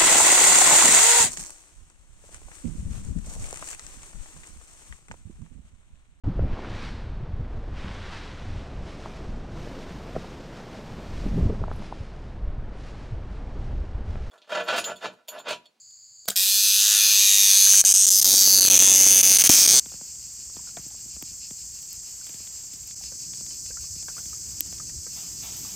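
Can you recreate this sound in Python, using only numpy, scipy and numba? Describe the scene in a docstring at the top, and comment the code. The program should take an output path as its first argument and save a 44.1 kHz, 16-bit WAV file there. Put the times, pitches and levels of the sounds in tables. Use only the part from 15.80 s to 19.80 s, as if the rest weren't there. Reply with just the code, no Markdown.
"""In a forest where cicadas drone far off, a hand claps over one cicada on a tree trunk.
The trapped insect screeches: its two tymbals buckle in turn and snap back about a hundred times a
second, and each impulse excites the resonance of its hollow abdomen. The cavity of the hand colours
the sound as the fingers close and open; the buzz stutters, then speeds up. Out in the open it
overloads the microphone, whose nonlinearity adds a low rattle."""
import sys
import numpy as np
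from scipy import signal
from scipy.fft import rfft, irfft
from scipy.io import wavfile
from scipy.ndimage import uniform_filter1d, minimum_filter1d
from numba import njit

SR = 44100
rng = np.random.default_rng(int(sys.argv[2]) if len(sys.argv) > 2 else 0)


def dump_mix(stems):
    """Bounce the given channels to the path in sys.argv[1] as a 16-bit WAV at rate SR."""
    frames = np.atleast_2d(stems).T  # one column per channel
    limited = np.clip(frames, -1, 1)  # hard clip at full scale
    pcm = np.round(limited * 32767).astype(np.int16)
    wavfile.write(sys.argv[1], SR, pcm)


N = 176400

# Bouts of buzzing between the stutters. Each row: start in seconds, end in seconds.
BUZZ_BOUTS = [(.559, 2.019), (2.05, 2.133), (2.14, 2.26), (2.267, 2.298), (2.304, 2.408), (2.415, 2.436),
              (2.445, 2.8), (2.808, 2.892), (2.9, 2.984), (2.991, 3.42), (3.43, 3.578), (3.586, 3.627),
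              (3.639, 3.68), (3.693, 3.869), (3.876, 4.0)]


def from_db(db):
    """Amplitude grows tenfold with every 20 dB."""
    return 10 ** (np.asarray(db) / 20)


def rms_one(x):
    """Division by the RMS value gives unit power."""
    return x / np.sqrt(np.mean(x ** 2) + 1e-20)


def at_time(rows, t):
    """Linear interpolation gives the columns of a curve at times t."""
    s, *columns = np.transpose(rows)
    return [np.interp(t, s, c) for c in columns]


def shaped(x, gain_at):
    """Zero-phase filtering multiplies the spectrum by a real function of frequency."""
    hz = np.arange(N + 1) * SR / (2 * N) + 1
    return irfft(rfft(x, 2 * N) * gain_at(hz))[:N]


def coloured(x, points):
    """A spectral envelope of (Hz, dB) points filters x, falling steeply beyond its ends."""
    hz, db = np.transpose(points)

    def envelope(f):
        skirt = np.minimum(1, np.minimum(f / hz[0], hz[-1] / f)) ** 6
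        return from_db(np.interp(np.log(f), np.log(hz), db)) * skirt
    return shaped(x, envelope)


def noise(points):
    """Filtering white noise gives coloured noise, here of unit power."""
    return rms_one(coloured(rng.standard_normal(N), points))


def drift(t, per_s):
    """Band-limited interpolation of random values gives a smooth wander of spread about 1."""
    knots = rng.standard_normal(256)
    return np.interp(t * per_s * 16, np.arange(4096), signal.resample(knots, 4096))


def clicks(s, gain):
    """Eightfold oversampling places impulses between samples."""
    fine = np.bincount(np.maximum(s * SR * 8, 0).astype(int), gain, 8 * N)[:8 * N]
    return signal.resample_poly(fine, 1, 8) * 8 + 1e-18


def resonate(x, hz, width_hz):
    """A damped two-pole resonator has unit gain at its peak."""
    r = np.exp(-np.pi * width_hz / SR)
    feedback = [1, -2 * r * np.cos(2 * np.pi * hz / SR), r * r]
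    return signal.lfilter(np.array([1, 0, -1]) * (1 - r * r) / 2, feedback, x)


def reverb(x, t60):
    """A diffuse field acts as convolution with exponentially decaying noise of unit energy."""
    t = np.arange(SR) / SR
    tail = rng.standard_normal(SR) * from_db(-60 * t / t60)
    return signal.fftconvolve(x, tail / np.linalg.norm(tail))[:N]


def bursts(rows, spectrum):
    """Brief contacts excite noise that rises linearly and decays exponentially."""
    t, envelope = np.arange(N) / SR, 0
    for start, db, attack, t60 in rows:
        rise = np.clip((t - start) / attack, 0, 1)
        envelope += rise * from_db(db - 60 * np.maximum(t - start - attack, 0) / t60)
    return noise(spectrum) * envelope


def forest():
    """Far cicadas add incoherently into two steady noise bands over still air and faint hiss."""
    # Spectra of chorus and air. Each row: frequency in Hz, relative level in dB.
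    chorus = [(2060, -103), (3500, -36.5), (4000, -26), (4280, -9), (4530, -0.5), (4900, -3), (5400, -28),
              (5850, -33), (6410, -4), (6860, 4.5), (7640, -6), (8310, -33), (9500, -42), (12400, -67),
              (20900, -120)]
    air = [(15, -53), (25, -25), (123, -4), (287, -31), (2570, -28), (3500, -37), (4550, -32), (7700, -120)]
    return from_db(-50) * noise(chorus) + from_db(-80) * noise(air) + from_db(-71.5) * rng.standard_normal(N)


def crackles():
    """Wing and bark crackle drily, and just after 0.5 s the hand strikes the bark a second time, loudly: short
    transients have broad spectra."""
    # Each row: start in seconds, level in dB, attack in seconds, 60 dB decay time in seconds.
    contacts = [(.107, -53, .0005, .01), (.272, -66.5, .0005, .01), (.456, -41, .0005, 0.012),
                (.5, -20, 0.00072, 0.016), (.504, -18, 0.00092, 0.0096), (.525, -51, .001, 0.014)]
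    # Each row: frequency in Hz, relative level in dB.
    spectrum = [(180, -57), (300, -10), (2000, -27), (3490, -3), (5440, -12), (6000, -24), (7420, 2),
                (10100, -17), (15000, -13)]
    return bursts(contacts, spectrum)


def hand(t):
    """The hand's geometry sets how enclosed the insect is and how long the echo paths are."""
    # Each row: time in seconds, closure from 0 to 1, path length as a factor.
    poses = [(.56, 0.65, 1.24), (.82, 0.95, 0.97), (1.7, 0.55, 1.17), (2.3, 0.42, 0.948), (3.2, 0.06, 0.79)]
    closed, stretch = at_time(poses, t)
    return np.clip(closed, 0, 1), stretch


def palm(x, t60, patterns=3):
    """Cavity reverberation glides between several patterns and weakens as the hand opens."""
    t = np.arange(N) / SR
    shares = np.array([drift(t, per_s=5) for _ in range(patterns)])
    shares /= np.linalg.norm(shares, axis=0)
    ringing = sum(share * reverb(x, t60) for share in shares)
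    closed, _ = hand(t)
    return from_db(-10 + 2 * closed) * ringing


def slaps():
    """The impact of hand on bark excites broadband noise."""
    # Each row: start in seconds, level in dB, attack in seconds, 60 dB decay time in seconds.
    impacts = [(.478, -27.5, 0.0036, 0.033), (.4845, -16, 0.00098, 0.025), (.512, -35, 0.0018, 0.11),
               (2.039, -24, 0.0019, 0.012)]
    # Each row: frequency in Hz, relative level in dB.
    spectrum = [(59, -45), (100, 2.5), (399, -23), (674, 4), (962, -21), (1560, 7.5), (2000, -10),
                (4940, 0.5), (5840, -5), (6220, 2), (7050, -3), (10300, -4.5), (11900, 0), (15000, -7)]
    return bursts(impacts, spectrum)


def knocks():
    """Each dull knock of a finger is a damped low oscillation."""
    # Each row: start in seconds, level in dB, frequency in Hz, 60 dB decay time in seconds.
    taps = [(.486, -39.5, 195, 0.16), (0.625, -44, 300, 0.012), (0.668, -50, 250, 0.018),
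            (3.696, -8, 288, 0.022), (3.6976, -4, 700, 0.0033), (3.911, -20, 110, 0.0074)]
    out = 0
    for start, db, hz, t60 in taps:
        age = np.maximum(np.arange(N) / SR - start, 0)
        out -= np.sin(2 * np.pi * hz * age) * from_db(db - 60 * age / t60)
    return signal.sosfilt(signal.butter(2, 70, "high", fs=SR, output="sos"), out)


def stroke_times(lag_cycles):
    """Phase is the integral of the muscle rate; a stroke falls once a cycle, at a wandering lag."""
    # Each row: time in seconds, muscle rate in cycles per second.
    muscle_rate = [(.56, 93), (.68, 100), (1.1, 103), (1.5, 100.5), (2.0, 98.5), (2.6, 97), (2.95, 95.5),
                   (3.25, 96.3), (3.6, 95.5), (3.85, 97), (3.912, 96), (3.924, 130.5)]
    ring_out_s, restart_s = .003, .012
    t, times = np.arange(N) / SR, []
    rate, = at_time(muscle_rate, t)
    lag_cycles = lag_cycles + .0069 * drift(t, per_s=30)
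    for start, end in BUZZ_BOUTS:
        on = (t >= start) & (t < end - ring_out_s)
        run_up = 1 - .055 * np.exp((start - t[on]) / restart_s)  # each bout starts a little slow
        turns = np.cumsum(rate[on] * run_up) / SR - lag_cycles[on]
        times.append(np.interp(np.arange(np.ceil(turns[-1])), turns, t[on]))
    return np.concatenate(times)


def scatter(s, gain, decay_s, stretch, count):
    """Multiple arrivals spread each click into a dying cluster whose delays shift slowly."""
    move_s, jitter_s = .00006, .000008
    delays = 2 * decay_s * (np.arange(count) + rng.random(count)) / count
    times = [s + delay * stretch + move_s * drift(s, per_s=3)
             + jitter_s * rng.standard_normal(1000)[:len(s)] for delay in delays]
    weights = rng.choice([-1, 1], count) * np.exp(-delays / decay_s)
    return clicks(np.concatenate(times), np.outer(weights, gain).ravel())


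def stroke(lag_cycles, level_db, ring_db):
    """Impulse excitation: once a cycle, ribs crack in turn, echo off the fingers and ring the abdomen."""
    abdomen_hz, spread_db, jitter_s = 6254, .67, .00008
    s = stroke_times(lag_cycles)
    louder, later = rng.standard_normal((1000, 2))[:len(s)].T
    gain = from_db(np.interp(s * SR, np.arange(N), level_db) + spread_db * louder)
    s = s + jitter_s * later
    ribs = from_db(-5) * scatter(s, gain, decay_s=.000432, stretch=1, count=7)
    echoes = from_db(-6.5) * scatter(s, gain, decay_s=.001076, stretch=hand(s)[1], count=14)
    detune = 1 + .0047 * rng.uniform(-1.5, 1)
    ring = resonate(clicks(s, gain), abdomen_hz * detune, width_hz=360)
    ring = resonate(ring, abdomen_hz, width_hz=3500)  # the tymbal's own broad resonance
    return np.array([ribs + echoes, from_db(ring_db) * ring])


@njit
def bell_filter(x, tuning, damping, gain):
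    """Two integrators in a loop form a state-variable filter, retuned at every sample."""
    out, band_state, low_state = np.empty(len(x)), 0., 0.
    for i in range(len(x)):
        g = tuning[i]
        band = (band_state + g * (x[i] - low_state)) / (1 + g * (g + damping[i]))
        low = low_state + g * band
        band_state, low_state = 2 * band - band_state, 2 * low - low_state
        out[i] = x[i] + damping[i] * (gain[i] - 1) * band
    return out


def bell(x, hz, width_hz, db):
    """A moving resonance, or an antiresonance where db is negative."""
    omega, gain = 2 * np.pi * hz / SR, from_db(db)
    damping = 2 * np.pi * width_hz / SR / np.sin(omega) / np.sqrt(gain)
    return bell_filter(x, np.tan(omega / 2), damping, gain)


def hand_cavity(crack):
    """The resonances of the hollow between the fingers move with its shape and colour the cracks."""
    # Colour under the cupped hand and in the open. 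Each row: frequency in Hz, gain in dB.
    cupped = [(560, -36), (1050, -27.5), (1450, -12), (1900, -9), (2170, -26.5), (2450, 1.5), (3150, -2),
              (3500, 2), (7000, 3), (10000, -3.5), (11500, 2.5), (13400, -7), (15000, -6.5), (16000, -10)]
    uncovered = [(700, -14), (1400, -13), (2500, -4), (5000, 1), (9400, 3), (10400, -2.5), (12100, 1.5),
                 (13400, -5), (15000, -5.5), (16000, -4.5)]
    # Peaks and dips. Each row: time in seconds, centre in Hz, width in Hz, gain in dB.
    low_mode = [(.56, 5270, 1400, 7.5), (.8, 4100, 900, 4), (1.7, 3600, 1020, 5.5), (2.2, 5460, 1210, 2),
                (2.52, 4630, 1110, 21), (2.85, 4520, 1000, 10), (2.94, 4580, 1300, -3.5),
                (3.38, 4560, 1300, -4.5), (3.75, 4800, 1500, 4)]
    mid_mode = [(1.6, 9800, 2000, 0.5), (2.22, 8120, 2820, 17), (2.45, 7300, 2000, -6.5),
                (2.85, 9400, 1500, 2.5), (3.95, 8100, 2500, 6)]
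    top_mode = [(.56, 13500, 1300, 8), (.82, 14300, 1200, 2), (1.5, 11500, 1300, 3), (2.48, 12100, 1400, 2),
                (3.2, 12000, 1500, 2), (3.6, 14800, 1490, 7)]
    top_dip = [(2.49, 13500, 1205, 3), (2.55, 11600, 1800, -4), (2.66, 8700, 1800, -12.5),
               (2.88, 7200, 1000, 0)]
    t = np.arange(N) / SR
    closed, _ = hand(t)
    crack = closed * coloured(crack, cupped) + (1 - closed) * coloured(crack, uncovered)
    for curve in (low_mode, mid_mode, top_mode, top_dip):
        crack = bell(crack, *at_time(curve, t))
    return crack


def balance_bands(buzz):
    """Normalising short-time power makes body, ring and treble each follow a level curve in the bouts."""
    # The two crossover frequencies in Hz.
    edges_hz = [5600, 7100]
    # Each row: time in seconds, band level in dB.
    body = [(.57, -24.5), (1.3, -22), (1.8, -23), (2.22, -30), (2.45, -22.5), (2.85, -21.5), (2.95, -23.5),
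            (3.4, -26), (3.98, -18.5)]
    ring = [(.57, -33), (.8, -24.5), (2.0, -16), (2.5, -20), (2.85, -18), (2.94, -14), (3.35, -16),
            (3.6, -17.5), (3.98, -14.5)]
    treble = [(.57, -23), (1.3, -23), (1.8, -20.5), (3.3, -20), (3.98, -18)]
    t, span, out = np.arange(N) / SR, SR // 16, 0
    gate = sum((t >= start) & (t < end) for start, end in BUZZ_BOUTS) * 1.
    duty = np.abs(uniform_filter1d(gate, span))
    for edge, level in zip(edges_hz + [SR], (body, ring, treble)):
        band = shaped(buzz, lambda f: 1 / (1 + (f / edge) ** 32))
        buzz = buzz - band
        power = np.abs(uniform_filter1d(band ** 2, span)) + 1e-12
        out += from_db(at_time(level, t)[0]) * band * np.sqrt(duty / power)
    return out


def cicada():
    """Elastic buckling: two tymbals each give way and snap back, making four clicks a cycle."""
    # Each row: time in seconds, lag of the snap back in cycles, relative levels of the second tymbal
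    # and of the snap back in dB.
    action = [(.56, 0.51, 4, 3), (.75, .52, 0.5, 1), (1.1, 0.72, 5.5, 0), (1.5, 0.45, 3.5, 4),
              (1.9, 0.57, 2, -6), (2.2, 0.43, -5.5, -5.5), (2.6, 0.46, 0, -7.5), (3.1, 0.51, -3, -9),
              (3.5, 0.3, 5, -6), (3.8, 0.41, -6, -2.5), (3.96, 0.36, 3.5, -28.5)]
    second_lag_cycles, buckle_ring_db, snap_ring_db = .345, 18, -3
    snap_lag, second_db, snap_db = at_time(action, np.arange(N) / SR)
    crack, ring = (stroke(0, np.zeros(N), buckle_ring_db)
                   + stroke(second_lag_cycles, second_db, buckle_ring_db)
                   + stroke(snap_lag, snap_db, snap_ring_db)
                   + stroke(snap_lag + second_lag_cycles, snap_db, snap_ring_db))
    return balance_bands(hand_cavity(crack) + ring)


def rattle(buzz):
    """Square-law distortion in the overdriven microphone rectifies each pulse into an uneven low push."""
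    # Each row: time in seconds, relative level in dB.
    level = [(.4, -100), (.58, -61), (1.1, -66.5), (1.7, -67), (1.9, -51.5), (2.39, -50), (2.44, -42),
             (2.55, -34.5), (2.6, -45), (2.82, -37.5), (3.6, -42.5), (3.95, -43)]
    push = -buzz ** 2 * (1 + .81 * noise([(20, 0), (400, 0)]))
    low = signal.sosfilt(signal.butter(1, [168, 1750], "band", fs=SR, output="sos"), push)
    low = signal.sosfilt(signal.butter(4, 2500, fs=SR, output="sos"), low)
    db, = at_time(level, np.arange(N) / SR)
    return from_db(db + .5) * rms_one(low)


def rustle():
    """Friction of the fingers makes a low noise that grows."""
    # Each row: time in seconds, level in dB.
    level = [(.4, -100), (1.7, -71), (2.39, -56), (2.44, -51.5), (3.6, -47)]
    # Each row: frequency in Hz, relative level in dB.
    spectrum = [(40, -30), (95, 4), (250, -4.5), (1200, -7.5)]
    db, = at_time(level, np.arange(N) / SR)
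    return from_db(db) * noise(spectrum)


def rubs():
    """Sliding friction of fingers on bark gives two short midrange scrapes."""
    # Each row: start in seconds, level in dB, attack in seconds, 60 dB decay time in seconds.
    slides = [(1.864, -32.5, 0.0027, 0.077), (1.931, -31.5, 0.011, 0.031)]
    # Each row: frequency in Hz, relative level in dB.
    spectrum = [(200, -28), (700, -5), (1100, -11), (1500, 4), (1850, 8), (2200, -12)]
    return bursts(slides, spectrum)


def scene():
    """Superposition: the close insect and hand, almost in mono, with a faint tail from the trees."""
    palm_t60_s, forest_t60_s = .046, .35
    buzz = cicada()
    near = buzz + slaps() + crackles() + rubs()
    reflections = palm(near, palm_t60_s) + from_db(-20) * reverb(near, forest_t60_s)
    mid = near + reflections + rattle(buzz) + rustle() + knocks() + forest()
    side = from_db(-36.5) * reverb(near, palm_t60_s)
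    return np.array([mid + side, mid - side])


def record(dry):
    """Fast limiting holds the peaks; a steep low-pass filter cuts the top."""
    span, cutoff_hz = SR // 1000, 15900
    needed = 1 / np.maximum(np.abs(dry).max(axis=0), 1)
    gain = uniform_filter1d(minimum_filter1d(needed, 2 * span), span)
    return np.array([shaped(x, lambda f: 1 / (1 + (f / cutoff_hz) ** 300)) for x in dry * gain])


dry = scene()
out = record(dry)
dump_mix(out)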